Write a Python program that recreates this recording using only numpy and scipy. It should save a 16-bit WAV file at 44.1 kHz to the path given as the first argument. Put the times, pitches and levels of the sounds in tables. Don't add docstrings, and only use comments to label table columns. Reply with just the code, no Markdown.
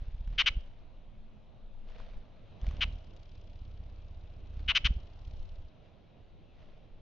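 import sys
import numpy as np
from scipy import signal
from scipy.fft import rfft, irfft, next_fast_len
from scipy.io import wavfile
from scipy.ndimage import uniform_filter1d

SR = 44100
rng = np.random.default_rng(int(sys.argv[2]) if len(sys.argv) > 2 else 0)


def store_wav(level_fs):
    pcm = np.round(np.clip(np.atleast_2d(level_fs), -1, 1) * 32767)
    wavfile.write(sys.argv[1], SR, pcm.T.astype(np.int16))


def how_loud(loudness_db):
    steps = np.asarray(loudness_db, float) / 20
    return 10 ** steps


N = 309126


# [f/Hz, level/dB per Hz]
GARDEN_SPECTRUM = [(50, -7.5), (76, 2), (169, -6), (255, -10.5), (427, -14), (644, -11.5), (843, -19),
                   (1330, -25.5), (1810, -31.5), (2620, -26), (3900, -29.5), (4600, -39.5), (6900, -49.5),
                   (8970, -86.5)]
# [f/Hz, correlation]
GARDEN_LIKENESS = [(60, 0.84), (150, 0.5), (390, 0.53), (990, 0.47), (2530, 0.76), (6450, 0.55)]
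# [f/Hz, level difference/dB]
GARDEN_LEAN = [(60, -7.5), (130, -5), (290, -1.5), (620, 1), (1360, 1.0), (2960, 1.0), (6450, 6.5)]
# [t/s of peak, level/dB, time/s to fall 20 dB]
LEAF_STIRS = [
    (.4, -70.5, 0.36),
    (2.5, -72.5, 0.26),
    (2.81, -61.5, 0.37),
    (3.8, -78.5, 1.5),
    (4.87, -69, 1.65),
    (5.4, -72, -0.16),
]
# [t/s of peak, level/dB, time/s to fall 20 dB]
RUSTLES = [(0.001, -65.5, 0.34), (.332, -64.5, 0.12), (.6, -75.5, -0.26), (.728, -81, -0.9),
           (.794, -75, -0.76), (1.906, -62, 0.17), (1.996, -61.5, 0.5), (2.618, -90, 2), (2.67, -59, 0.42),
           (4.594, -64.5, -0.1), (4.65, -68, -0.1), (5.848, -71, 0.23), (6.6, -70.5, 0.4),
           (6.644, -75.5, 0.7)]
# [f/Hz, level/dB per Hz]
RUSTLE_SPECTRUM = [(240, -42), (400, -17), (478, 0.5), (545, -8.5), (607, 0), (943, -12.5), (3540, -15),
                   (6120, -30.5), (6900, -38.5), (8970, -61), (15200, -120)]
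# [t/s, peak level/dB, f/Hz, left-right level/dB]
PERCH_TICKS = [(0.276, -51, 950, 2), (0.3277, -56.5, 930, 1.5), (0.6595, -68.5, 920, 7),
               (0.7294, -67.5, 975, 3.5), (0.7949, -76, 1088, 11), (1.8823, -67, 3030, -1.5),
               (1.9024, -56, 1000, 6), (1.9844, -54, 902, 9), (2.0014, -51, 1050, -11),
               (2.615, -55.5, 3300, 7), (2.645, -49.5, 935, 5), (2.6671, -44.5, 2330, 4.5),
               (2.6885, -48, 2300, 7), (2.71, -44, 1070, -1.5), (2.7407, -55, 996, 7),
               (2.7675, -47.5, 2770, 1), (2.925, -55, 3760, 4), (3.1647, -58.5, 3730, 7),
               (4.5345, -59, 950, 1), (4.5938, -51, 1990, 4)]
# [t/s, beats so far]
ARRIVE_BEATS = [
    (.023, 0),
    (.211, 3),
    (.278, 4),
    (.382, 6),
    (.571, 9),
    (.643, 10),
]
# [t/s, beats so far]
HOVER_BEATS = [(2.635, 0), (2.683, 1), (2.854, 4), (3.011, 7), (3.139, 9), (3.444, 14), (3.62, 17),
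               (4.113, 25), (4.369, 29), (4.574, 32), (4.808, 36), (4.855, 37), (4.909, 38), (4.968, 39),
               (5.105, 41), (5.22, 43), (5.458, 47), (5.654, 50)]
# [t/s, downstroke level/dB, upstroke level/dB]
ARRIVE_STROKES = [
    (0.025, -31, -44),
    (.211, -30, -37),
    (.278, -29, -32),
    (.446, -33.5, -50),
    (0.574, -25, -40),
    (.644, -50.5, -47.5),
]
# [t/s, downstroke level/dB, upstroke level/dB]
HOVER_STROKES = [(2.635, -28.5, -34), (2.683, -22, -32), (2.737, -30.5, -38.5), (2.853, -28, -29.5),
                 (2.961, -34, -38.5), (3.011, -43.5, -53.5), (3.56, -36.5, -48), (3.62, -33, -38.5),
                 (4.4, -38, -45), (4.611, -29, -29), (4.69, -29.5, -41), (4.808, -38.5, -54),
                 (4.855, -22, -35), (4.908, -21, -48), (5.105, -41.5, -46), (5.28, -31.5, -39),
                 (5.44, -39, -42), (5.57, -35.5, -55.5)]
SOFT_DIP_MS = {"arrive": 5.82, "hover": 4.83}
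# [t/s, level/dB]
SOFT_SWISH = [
    (0, -75),
    (.6, -72),
    (2.7, -74.5),
    (3.2, -66.5),
    (3.8, -73.5),
    (4.4, -73),
    (5.1, -68.5),
    (5.45, -66.5),
    (5.7, -77.5),
]
# [f/Hz, level/dB]
SWISH_SPECTRUM = [(600, -26), (1200, -7), (2000, -5), (3000, 2), (4200, -0.5), (5500, -5.5), (7000, -15.5)]
# [t/s of first full warble top, lead-in/ms, length/ms, level/dB, brightness/dB]
CHIP_CALLS = [
    (0.3853, 7.4, 47, -18, 2),
    (.462, 3.5, 34.4, -17.5, 3.5),
    (2.81, 3.5, 38.4, -21.5, 0),
    (4.686, 10, 47.7, -20, -3.5),
    (4.752, 4, 35.5, -18, 5.5),
    (4.847, 3.6, 33.4, -20.5, 4),
]
CHIP_OVERTONES = [-0.5, -4, -7, -20.5]
# [f/Hz, level/dB]
BEAK_SPECTRUM = [(500, -15), (900, -10.5), (1300, -10.5), (1800, -9), (2300, -2.5), (2900, 0), (3600, 1),
                 (4500, -10.5), (6000, -19), (7000, -25.5), (8500, -32)]
# [f/Hz, t60/s]
WALL_DECAY = [(800, 0.39), (2000, .34), (2600, 0.31), (3100, 0.48), (3600, .33), (4500, .32), (7000, 0.32)]
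# [t/s of peak, level/dB, time/s to fall 20 dB]
GUSTS = [(.64, -46.5, 1.84), (1.18, -55, 0.14), (1.63, -57.5, 0.088), (1.75, -46, 0.48),
         (2.04, -42.5, 0.28), (2.174, -34.5, 0.027), (2.5, -52, 0.38), (5.42, -35.5, 0.13),
         (5.6, -52, 0.15), (5.82, -56.5, 0.18), (6.36, -50.5, 0.48), (6.674, -49, 0.23), (6.93, -49, 0.19)]
# [t/s of peak, level/dB, time/s to fall 20 dB]
MOTOR_SWELLS = [
    (1.2, -63, 0.93),
    (2.1, -67, -0.67),
]

GARDEN_DB = -65
STIR_RISE, RUSTLE_RISE, GUST_RISE, MOTOR_RISE = 0.9, .33, 0.63, 0.55
UP_PLACE = .53
SOFT_DB = -42
DIP_MS_PER_DB = .03
SWISH_PER_DB = 0.2542
CHIP_PAN_DB = 3.1


def evened(x):
    return x / np.sqrt(np.mean(x ** 2) + 1e-20)


def read(points, hz):
    f, value = np.transpose(points)
    return np.interp(np.log(hz + 1), np.log(f + 1), value)


def sides(pan_db):
    return how_loud(np.array([[pan_db / 2], [-pan_db / 2]]))


def add(mix, s, sound):
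    part = mix[..., max(round(s * SR), 0):][..., :sound.shape[-1]]
    part += sound[..., :part.shape[-1]]


def coloured(x, points):
    size = next_fast_len(x.shape[-1] + 2048)
    gain = how_loud(read(points, np.fft.rfftfreq(size, 1 / SR)))
    return irfft(rfft(x, size) * gain, size)[..., :x.shape[-1]]


def hiss(points, same):
    a, b = rng.standard_normal((2, N))
    right = same * a + np.sqrt(1 - min(same, 1) ** 2) * b
    return evened(coloured(np.array([a, right]), points))


def swells(rows, rise):
    t = np.arange(N) / SR
    gain = sum(how_loud(db - 20 * np.maximum((t - s) / fall, (s - t) / (rise * fall))) for s, db, fall in rows)
    return uniform_filter1d(gain, size=400)


def bump(t, width):
    return np.exp(-.5 * (t / width) ** 2)


def garden():
    frames, hz = N // 256 + 5, np.fft.rfftfreq(1024, 1 / SR)
    a, b, c, d, patches = rng.standard_normal((frames, 513, 5)).T
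    patches = uniform_filter1d(patches, size=10, axis=0)
    patches = evened(uniform_filter1d(patches, size=16, axis=1))
    same = np.clip(read(GARDEN_LIKENESS, hz), -1, 1)[:, None]
    left = a + 1j * b
    right = same * left + np.sqrt(1 - same ** 2) * (c + 1j * d)
    lean_db = np.array([.5, -.5])[:, None, None] * read(GARDEN_LEAN, hz)[:, None]
    spectra = np.array([left, right])
    spectra *= how_loud(read(GARDEN_SPECTRUM, hz)[:, None] + lean_db + 1.2 * patches)
    noise = evened(signal.istft(spectra, nperseg=1024, noverlap=768)[1][:, :N])
    return how_loud(5.0) * (how_loud(GARDEN_DB) + swells(LEAF_STIRS, STIR_RISE)) * noise


def perch():
    ticks, t = np.zeros((2, N)), np.arange(600) / SR
    puffs = rng.standard_normal((len(PERCH_TICKS), 600))
    for (s, db, hz, pan_db), puff in zip(PERCH_TICKS, puffs):
        scrape = evened(coloured(puff, [(hz / 4.5, -14), (hz, 0.), (hz * 1.9, -6), (8000, -23)]))
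        ring = .5 * np.sin(2 * np.pi * hz * t) + .7 * scrape
        add(ticks, s, how_loud(db - 60 * t / .014) * ring * sides(pan_db))
    grain = how_loud(2.5 * evened(uniform_filter1d(rng.standard_normal(N), size=150)))
    return ticks + swells(RUSTLES, RUSTLE_RISE) * evened(grain * hiss(RUSTLE_SPECTRUM, 0.72))


def dip(t, width, db):
    hard = np.clip((db + 42.5) / 18, 0, 1)
    drop = 0.44 * bump(t, 0.76 * width) - 1.19 * bump(t, 0.72 * width)
    drop -= 0.33 * hard * bump(t, 0.26 * width)
    after = .55 * bump(t - 1.65 * width, .6 * width) - .25 * bump(t - 3.1 * width, .7 * width)
    before = .35 * bump(t + 1.9 * width, .7 * width)
    return drop + hard * (after + before)


def flight(beats, strokes, dip_ms):
    s, count = np.transpose(beats)
    count = np.r_[-1, count, count[-1] + 1]
    s = np.r_[s[0] - .06, s, s[-1] + .06]
    starts = np.interp(np.arange(-1, count[-1] + 1), count, s)
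    times, down_levels, up_levels = np.transpose(strokes)
    thump, swish = np.zeros((2, N + SR))
    t = np.arange(-2000, 4000) / SR
    chance = rng.standard_normal((len(starts), 4))
    for start, length, (a, b, c, d) in zip(starts[1:], np.diff(starts)[1:], chance):
        down_db = np.interp(start, times, down_levels)
        up_db = np.interp(start, times, up_levels)
        effort_db = down_db - SOFT_DB
        width = (dip_ms + DIP_MS_PER_DB * effort_db) / 1000
        swish_db = np.interp(start, *np.transpose(SOFT_SWISH)) + SWISH_PER_DB * effort_db
        down = how_loud(down_db + 1.5 * a) * dip(t, width, down_db)
        back = how_loud(up_db + 1.3 * b) * dip(t - UP_PLACE * length, 0.92 * width, up_db)
        wake = 0.48 * bump(t - 0.3 * length, 0.4 * length) - 0.45 * bump(t - 0.16 * length, 0.0032)
        add(thump, start, down + back + how_loud(0.36 * down_db - 19.0) * wake)
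        turns = how_loud(1.2 * c - 3) * bump(t + .04 * length, .003)
        turns += how_loud(1.2 * d) * bump(t - .54 * length, .0025)
        between = how_loud(swish_db - 11.5) * bump(t - 0.33 * length, 0.018)
        add(swish, start, how_loud(swish_db) * turns + between)
    return thump[2000:N + 2000], swish[2000:N + 2000]


def wings():
    arrive = flight(ARRIVE_BEATS, ARRIVE_STROKES, SOFT_DIP_MS["arrive"])
    hover = flight(HOVER_BEATS, HOVER_STROKES, SOFT_DIP_MS["hover"])
    thump, swish = np.add(arrive, hover)
    thump = coloured(thump, [(6, -23), (14, 0.0), (300, 7.0)])
    return thump * sides(-0.85) + swish * hiss(SWISH_SPECTRUM, 0.5) * sides(3.5)


def chip(lead_ms, length_ms, db, bright_db):
    t = np.arange(round(length_ms / 1000 * SR)) / SR - lead_ms / 1000
    u = np.linspace(0, 1, len(t))
    swing = 2 * np.pi * (149 * t - 455 * t * abs(t))
    low_hz, high_hz = 1420 - 14000 * t, 3250 - 7000 * t
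    hz = low_hz + (high_hz - low_hz) * (.5 + .5 * np.cos(swing)) ** .8
    hz *= 1 + 0.019 * evened(uniform_filter1d(rng.standard_normal(len(t)), size=60))
    hz *= 1 - .5 * np.exp(-u / 0.032) - 0.65 * np.exp((u - 1) / 0.05)
    turns = np.cumsum(hz) / SR
    pressed_db = -7 * np.exp(-u / 0.46) - 5 * np.exp((u - 1) / .12) + 3 * np.sin(swing - .4)
    tone = np.zeros(len(t))
    for k, level_db in enumerate(CHIP_OVERTONES):
        wave = np.cos(2 * np.pi * (k + 1) * turns + .6 * k ** 2)
        tone += how_loud(level_db + min(k, 1) * pressed_db) * wave
    breath = how_loud(-14.0) * rng.standard_normal(len(t))
    swell = (.3 + 0.62 * np.sin(np.pi * u ** 1.1)) * signal.windows.tukey(len(t), .1)
    swell *= np.clip(1 + t / 0.0087, .17, 1)
    swell *= how_loud(0.32 * np.cos(swing))
    voice = coloured((tone + breath) * swell, BEAK_SPECTRUM)
    return how_loud(db) * coloured(voice, [(3600, 0.), (5200, bright_db)])


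def wall(x):
    taps = np.zeros((2, SR // 2))
    at = np.arange(300, SR // 2 - 20, 20) + rng.integers(0, 20, (2, (SR // 2 - 301) // 20))
    np.put_along_axis(taps, at, rng.choice([-1., 1.], at.shape), 1)
    hz, t, z = signal.stft(taps, SR, nperseg=256)
    tail = signal.istft(z * how_loud(-60 * t / read(WALL_DECAY, hz)[:, None]), SR, nperseg=256)[1]
    tail = coloured(tail, [(2300, 0.5), (3050, -1.0), (4000, -1.0)])
    tail *= how_loud(-24.0) / np.linalg.norm(tail[0])
    for side, ms, db in [(0, 1.9, -20.5), (1, 2.6, -20.5), (0, 8.1, -20.5), (0, 5.3, -22)]:
        tail[side, round(ms * SR / 1000)] += how_loud(db)
    return signal.fftconvolve(x[None], tail, axes=1)[:, :N]


def calls():
    direct = np.zeros((2, N))
    for s, lead_ms, length_ms, db, bright_db in CHIP_CALLS:
        sound = chip(lead_ms, length_ms, db, bright_db)
        add(direct, s - lead_ms / 1000, sound * sides(CHIP_PAN_DB))
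    return direct + wall(direct.mean(0))


def wind():
    lumps = hiss([(8, -17.5), (18, 4.5), (35, -8.5), (60, -18), (120, -31.0), (300, -76.5)], .8)
    return swells(GUSTS, GUST_RISE) * lumps


def drone():
    note = hiss([(100, -26.0), (170, -2.5), (215, 12.0), (250, -7), (330, -43.0)], 0.27)
    return swells(MOTOR_SWELLS, MOTOR_RISE) * note


def scene():
    return garden() + perch() + wings() + calls() + wind() + drone()


def band_limit(x):
    return signal.sosfilt(signal.butter(12, 15850, fs=SR, output="sos"), x)


def record(dry):
    heard = coloured(dry, [(6500, 0.5), (7500, -9.5), (8400, -17.0), (9000, -57.5), (10000, -86.5)])
    treble = coloured(heard.mean(0), [(700, -60.0), (1500, 14.0)])
    loudness = np.sqrt(abs(uniform_filter1d(treble ** 2, size=130)))
    spill = hiss([(13000, -58.0), (14200, -21.0), (15300, -1.0), (15750, -4.5), (16000, -59.5)], .6)
    heard = heard + how_loud(-49) * loudness ** 2.1 * spill * sides(2.5)
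    return band_limit(heard)


dry = scene()
out = record(dry)
store_wav(out)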